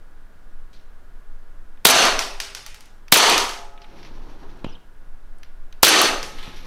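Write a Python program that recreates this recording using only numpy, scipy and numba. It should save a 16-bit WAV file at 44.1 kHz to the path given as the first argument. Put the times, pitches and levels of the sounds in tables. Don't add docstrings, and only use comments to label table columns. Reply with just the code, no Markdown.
import sys
import numpy as np
from scipy import signal
from scipy.fft import rfft, irfft, next_fast_len
from scipy.io import wavfile
from scipy.ndimage import uniform_filter1d, map_coordinates
from numba import njit

SR = 44100
rng = np.random.default_rng(int(sys.argv[2]) if len(sys.argv) > 2 else 0)


def how_loud(loudness_db):
    steps = np.asarray(loudness_db, float) / 20
    return 10 ** steps


def digitize_waveform(pressure):
    field = np.atleast_2d(pressure).T
    bounded = np.clip(field, -1, 1)
    quanta = np.round(bounded * 32767).astype(np.int16)
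    wavfile.write(sys.argv[1], SR, quanta)


N = 294110

# frequency in Hz, density in dB per Hz.
SHAKE_SPECTRUM = [(3, -30), (8, -4), (15, 0), (21, -8), (27, -22), (45, -34), (80, -120)]
HUSH_SPECTRUM = [(88, -29), (150, -3.5), (400, -7), (757, -9.5), (1600, -10.5), (2300, -20), (7410, -30.5),
                 (15800, -34)]
DRONE_SPECTRUM = [(24, -30.5), (41, -2), (76, -8.5), (204, -25), (313, -27), (450, -28.5), (580, -65.5),
                  (990, -120)]
# time in seconds, level in dB.
TREMOR = [(0.0, -33), (1.69, -32), (1.93, -39), (2.12, -27), (2.77, -42), (3.29, -33.5), (3.34, -31.5),
          (3.94, -41.5), (4.23, -30.5), (4.98, -34.5), (5.79, -30), (5.92, -59), (6.18, -27.5),
          (6.67, -30.5)]
# frequency in Hz, level in dB rms.
FAN = [(1447, -70), (1650, -73)]

# frequency in Hz, decay time t60 in seconds.
ROOM_T60 = [(100, .6), (300, .62), (800, .62), (2000, .52), (5000, .47), (10000, .42), (15000, .4)]
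# frequency in Hz, level in dB.
ROOM_COLOUR = [(60, -29.5), (150, -8.5), (400, 13), (1000, 6.5), (3000, 6), (6000, 2.5), (9000, -7),
               (15000, -21)]

# start in seconds, level in dB, centre in Hz, width in Hz, t60 in seconds.
SLEEVE = (.729, -55, 3700, 3500, .16)
# time in seconds, peak in dB.
CREAKS = [
    (1.7747, -41.5),
    (3.7778, -31),
    (3.8444, -31),
    (3.9916, -44),
    (4.6671, -45),
]
TICKS = [
    (3.0828, -27),
    (5.433, -27.5),
    (5.7271, -29.5),
]
SNAPS = [
    (3.8178, -33.5),
    (3.902, -49),
    (4.03, -31.5),
    (4.0495, -32.5),
    (5.4464, -43.5),
]
PINGS = [
    (4.574, -48.5),
    (5.3855, -43),
]
CLACK = [
    (4.6448, -17),
]

# start in seconds, pellet flight in seconds, slide return in seconds.
SHOTS = [
    (1.8503, .0368, .0492),
    (3.1213, .0372, .0490),
    (5.8292, .0380, .0517),
]
CHARGE = [8.8, 8.7, 7.74]
STAGE_DELAYS = [-.0048, -.0025, 0, .0016, .0030, .0105, .0155, .0200]
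# level in dB, centre in Hz, width in Hz, t60 in seconds.
CYCLE = [
    (-42.5, 3000, 1400, .08),
    (-23, 15000, 4400, 0.0029),
    (-13.5, 4500, 7100, 0.021),
    (-3, 12000, 7000, 0.016),
    (6, 650, 5300, 0.037),
    (-3, 3720, 1000, 0.11),
    (-0.5, 12000, 12000, 0.073),
    (4.5, 3400, 2400, 0.019),
]
# frequency in Hz, width in Hz, level in dB.
CARD_MODES = [(320, 110, -1), (630, 490, -1), (790, 260, 8), (1140, 210, 13), (2355, 4100, 5.5)]
SLIDE_MODES = [(3010, 150, -8), (4400, 70, 2), (6120, 60, 5), (7800, 150, -9), (9300, 90, -1),
               (11250, 150, -4), (12500, 200, -10), (14200, 200, -13)]
PANEL_HZ = [312, 400, 553, 694, 792, 853, 1120, 1281]
# t60 in seconds, then level in dB after each of the three shots.
PANELS = [(0.4, -51, -48, -23.5), (1.3, -45.5, -45, -46), (1.38, -51.5, -49.5, -53),
          (1.4, -55.5, -43.5, -74), (1.3, -51.5, -45.5, -58.5), (1.63, -49.5, -47.5, -50.5),
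          (0.81, -45.5, -52.5, -39), (1.6, -65, -51, -45)]

# time in seconds, peak in dB.
ON_WALL = [
    (2.0534, -7),
    (3.2987, 0),
    (6.0174, 5),
    (6.6664, -35.5),
]
ON_FURNITURE = [
    (2.0673, -15.5),
    (6.3389, -36.5),
    (6.3859, -25),
    (6.4285, -22.5),
    (6.4914, -37),
    (6.6547, -47),
]
ON_BOARDS = [
    (2.31, -28),
    (3.3799, 2),
    (3.4044, -17),
    (3.493, -11),
    (6.074, -9.5),
    (6.2297, -13),
]
HOPS = [
    2.1919,
    2.4023,
    2.5497,
    2.6641,
    2.7453,
    2.808,
    2.8574,
]

# start, rise and hold in seconds, level of the
# boards in dB, level of the grit in dB.
ROLL = [
    (3.648, 0.35, 0.6, -48.5, -52.5),
    (4.626, 0.03, .03, -49, -58),
    (6.18, 0.04, .45, -48.5, -47),
]
# frequency in Hz, density in dB per Hz.
BOARDS_SPECTRUM = [(41, -41), (70, -9.5), (346, -7.5), (599, -17.5), (912, -14), (1600, -24.5), (2600, -47),
                   (4400, -120)]
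GRIT_SPECTRUM = [(880, -23), (1730, 5), (4500, 2), (4940, -3), (5700, 1), (7500, -18), (9750, -54),
                 (16500, -120)]
FINE_SPECTRUM = [(4120, -28), (7000, -4), (8550, -4), (11700, 4), (15500, -19)]

# time in seconds, level in dB, frequency in Hz, signed direction.
BUMPS = [
    (4.6457, -12.5, 290, -1.37),
    (4.6483, -10.5, 430, 0.52),
    (4.666, -17.5, 151, -1.07),
    (6.478, -24, 150, 1),
]

# its own pitch in Hz, treble edge in dB, broad body in dB.
BOARD_HIT, WALL_HIT, FURNITURE_HIT = (5800, -10, -2), (8000, 0, -6), (4200, -16, -2)
METAL_TICK, GRIP_CREAK, GRIP_SNAP = (6100, -7, 2.5), (3650, -22, -.6), (5650, -17, .5)
SPRING_PING, SHELL_CLACK = (8800, -6, -8), (2800, -30, -9)

LEAD_S = .01


def unit(x):
    return x / np.sqrt(np.mean(x ** 2) + 1e-20)


def along(points, hz):
    f, v = np.transpose(points)
    return np.interp(np.log(hz + 1), np.log(f + 1), v)


def filtered(x, response):
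    m = next_fast_len(len(x) + 8192)
    return irfft(rfft(x, m) * response(np.fft.rfftfreq(m, 1 / SR)), m)[:len(x)]


def resonances(modes):
    def response(f):
        total = 0
        for k, (centre, width, db) in enumerate(modes):
            damping = 1j * f * width
            total = total + (-1) ** k * how_loud(db) * damping / (centre * centre - f * f + damping)
        return total
    return response


def noise(spectrum):
    return unit(filtered(rng.standard_normal(N), lambda hz: how_loud(along(spectrum, hz))))


def wobble(size, rate):
    knots = rng.standard_normal(int(size * rate / SR) + 4)
    return map_coordinates(knots, [np.arange(size) * rate / SR])


def add(x, s, part):
    at = x[round(s * SR):][:len(part)]
    at += part[:len(at)]


def push(hz):
    u = 2 * np.pi * hz * np.arange(SR // 10) / SR
    return u * (1 - .4 * u) * np.exp(-u)


def room(response, seconds):
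    mode_spacing_hz, build_up_s = 21.94, 0.0037
    uneven = lambda f: how_loud(3 * wobble(len(f), SR * f[1] / mode_spacing_hz))
    air = filtered(rng.standard_normal(int(SR * seconds)), uneven)
    hz, t, z = signal.stft(air, SR, nperseg=256)
    patches = uniform_filter1d(rng.standard_normal(z.shape), size=5, axis=0)
    patches = unit(uniform_filter1d(patches, size=3, axis=1))
    colour = how_loud(along(ROOM_COLOUR, hz)) * np.abs(response(hz))
    decay = how_loud(2 * patches - 60 * t / along(ROOM_T60, hz)[:, None])
    tail = signal.istft(z * colour[:, None] * decay, SR, nperseg=256)[1]
    return unit(tail * (1 - np.exp(-np.arange(len(tail)) / SR / build_up_s)))


def burst(db, modes, t60, wet_db, order=1, air_db=-60, tail=.75):
    colour = lambda f: resonances(modes)(f) ** order
    scattered = lambda f: np.abs(colour(f)) + how_loud(air_db) * np.abs(resonances([(11000, 6000, 0)])(f))
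    x = how_loud(wet_db - 17) * np.sqrt(t60 / .02) * room(scattered, tail)
    t = np.arange(SR // 8) / SR
    direct = unit(filtered(rng.standard_normal(len(t)), colour))
    add(x, 0, direct * how_loud(-60 * t / t60) * (1 - np.exp(-t / (0.016 * t60))))
    return how_loud(db) * x


def clicks(table, colour, t60, wet_db, air_db, dulls_db=0):
    x, t = np.zeros(N), np.arange(SR // 40) / SR
    hz, treble_db, body_db = colour
    for k, (s, db) in enumerate(table):
        edge_db = treble_db - dulls_db * k
        modes = [(650, 700, -6), (2400, 3000, body_db), (hz, .4 * hz, 0), (11000, 8000, edge_db)]
        add(x, s - .001, burst(db - 10.5, modes, t60, wet_db, order=2, air_db=air_db, tail=.45))
        ring = np.sin(2 * np.pi * hz * rng.uniform(.95, 1.05) * t)
        add(x, s - .001, how_loud(db - 14 - 60 * t / .011) * ring)
    return x


def background():
    t = np.arange(N) / SR
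    whine = np.zeros(N)
    for hz, db in FAN:
        phase_drift = np.cumsum(rng.standard_normal(N)) * 0.011
        whine += np.sqrt(2) * how_loud(db) * np.sin(2 * np.pi * hz * t + phase_drift)
    walls = how_loud(-57 - 0.5 * wobble(N, 1.3))
    for s, *_ in SHOTS:
        walls += (t > s) * how_loud(-48 - 60 * np.abs(t - s) / 0.3)
    tremor_s, tremor_db = np.transpose(TREMOR)
    tremor = how_loud(np.interp(t, tremor_s, tremor_db)) * noise(SHAKE_SPECTRUM)
    return tremor + walls * noise(DRONE_SPECTRUM) + how_loud(-57.5) * noise(HUSH_SPECTRUM) + whine


def sleeve():
    x = np.zeros(N)
    s, db, hz, width_hz, t60 = SLEEVE
    add(x, s, burst(db, [(hz, width_hz, 0)], t60, wet_db=-6.5, order=2))
    return x


def handling():
    x = clicks(CREAKS, GRIP_CREAK, t60=.03, wet_db=-15, air_db=-26)
    x += clicks(TICKS, METAL_TICK, t60=0.023, wet_db=-17.5, air_db=-14)
    x += clicks(SNAPS, GRIP_SNAP, t60=0.047, wet_db=-11, air_db=-14)
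    x += clicks(PINGS, SPRING_PING, t60=.015, wet_db=-15, air_db=-12)
    return x + clicks(CLACK, SHELL_CLACK, t60=0.023, wet_db=-13, air_db=-32)


def gas_cycle():
    x = np.zeros(SR * 3 // 2)
    for delay, (db, hz, width_hz, t60) in zip(STAGE_DELAYS, CYCLE):
        add(x, LEAD_S + delay, burst(db, [(hz, width_hz, 0)], t60, wet_db=-11.5))
    add(x, LEAD_S + STAGE_DELAYS[4], -how_loud(-1.0) * push(140) - how_loud(-12.5) * push(40))
    return x


def barrel_whoop():
    t = np.arange(SR) / SR
    hz = 900 + 6000 * (1 - np.exp(-t / .0022))
    return how_loud(6.0) * np.sin(2 * np.pi * np.cumsum(hz) / SR) * np.exp(-(t / .0034) ** 4)


def target_hit():
    x = burst(0.57, CARD_MODES, 0.035, wet_db=-5.5)
    for echo_s, db in [(0, 6), (.0022, 5), (.0031, 3), (.0095, 3)]:
        add(x, echo_s, how_loud(db) * push(2200))
    return x


def slide_slam():
    x = np.zeros(SR)
    for rebound_s, db in [(0, 0.27), (.0075, -2.4)]:
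        add(x, rebound_s, burst(db, SLIDE_MODES, .045, wet_db=-14))
    add(x, 0, burst(-6, [(10000, 5000, 0)], .012, wet_db=-12))
    return x


def panel_ring(panels):
    t = np.arange(SR) / SR
    x = np.zeros(SR)
    for hz, t60, db in panels:
        shimmer = how_loud(3.5 * wobble(len(t), 24))
        x += how_loud(db + 6.5 - 60 * t / t60) * shimmer * np.sin(2 * np.pi * hz * t)
    return x * (1 - np.exp(-t / .02))


def shot(flight, slide_back, panels):
    x = gas_cycle()
    add(x, LEAD_S + STAGE_DELAYS[4], barrel_whoop())
    add(x, LEAD_S + flight, target_hit())
    add(x, LEAD_S + slide_back, slide_slam())
    add(x, LEAD_S + flight, panel_ring(panels))
    return x


def pistol():
    x = np.zeros(N)
    for k, (s, flight, slide_back) in enumerate(SHOTS):
        panels = [(hz, t60, db[k]) for hz, (t60, *db) in zip(PANEL_HZ, PANELS)]
        add(x, s - LEAD_S, how_loud(CHARGE[k]) * shot(flight, slide_back, panels))
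    return x


def pellets():
    hops = [(s, -6 * k) for k, s in enumerate(HOPS)]
    x = clicks(ON_WALL, WALL_HIT, t60=.012, wet_db=-12, air_db=-6)
    x += clicks(ON_FURNITURE, FURNITURE_HIT, t60=0.039, wet_db=-4.5, air_db=-13)
    x += clicks(hops, BOARD_HIT, t60=0.021, wet_db=-8.5, air_db=0.5, dulls_db=-1)
    return x + clicks(ON_BOARDS, BOARD_HIT, t60=0.022, wet_db=-8, air_db=4.5)


def rolling():
    x, t = np.zeros(N), np.arange(N) / SR
    stop_s, fade_db_per_s = 0.23, 9
    for s, rise, hold, boards_db, grit_db in ROLL:
        corners = np.cumsum([s, abs(rise), abs(hold), stop_s])
        on = np.interp(t, corners, [0, 1, 1, 0]) ** 2
        rattle = how_loud(1.9 * wobble(N, 30) + 1.3 * wobble(N, 250) - fade_db_per_s * np.clip(t - s, 0, 1))
        fine_db = -15 + .7 * (grit_db - ROLL[-1][-1])
        grit = rattle * how_loud(grit_db) * (noise(GRIT_SPECTRUM) + how_loud(fine_db) * noise(FINE_SPECTRUM))
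        rumble = noise(BOARDS_SPECTRUM) + how_loud(-6.5) * noise(DRONE_SPECTRUM)
        x += on * (how_loud(boards_db + 2 * wobble(N, 33)) * rumble + grit)
    return x


def bumps():
    slip_s, slip_length_s, start_hz, end_hz = 4.682, .072, 5950, 3250
    u = (np.arange(N) / SR - slip_s) / slip_length_s
    progress = np.clip(u, 0, 1)
    hz = start_hz + (end_hz - start_hz) * progress ** 2.4
    breaks_db = 5.5 * np.cos(2 * np.pi * 2.6 * (u - 1))
    level_db = -65 + 9 * progress + breaks_db
    phase = 2 * np.pi * np.cumsum(hz * (1 + .035 * wobble(N, 600))) / SR
    x = how_loud(level_db + 3 * wobble(N, 300)) * np.sin(phase)
    x *= np.clip(np.minimum(u, 1.2 - u) * 10, 0, 1)
    for s, db, push_hz, direction in BUMPS:
        add(x, s, direction * how_loud(db + 7.5) * push(push_hz))
    return x


def scene():
    x = background() + sleeve() + handling() + pistol() + pellets() + rolling() + bumps()
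    return np.array([x, x])


@njit
def follower(level, attack, release):
    out, held = np.empty_like(level), 0.0
    for i in range(len(level)):
        held += (attack if level[i] > held else release) * (level[i] - held)
        out[i] = held
    return out


def low_pass(x):
    return signal.sosfilt(signal.butter(12, 15990, fs=SR, output="sos"), x)


def record(dry):
    held = follower(np.abs(dry[0]), 1 / (0.0098 * SR), 1 / (0.014 * SR))
    x = dry[0] / (1 + (held / how_loud(-13.0)) ** 5) ** (1 / 5)
    x = x / (1 + np.abs(x / .97) ** 5) ** (1 / 5)
    x = filtered(x, lambda hz: how_loud(along([(15000, 0), (16500, -14)], hz)))
    hiss = [noise([(2000, -42.0), (5000, -7), (9000, 3.5), (16000, -2)]) for _ in dry]
    return low_pass(x + how_loud(-78) * np.array(hiss))


dry = scene()
out = record(dry)
digitize_waveform(out)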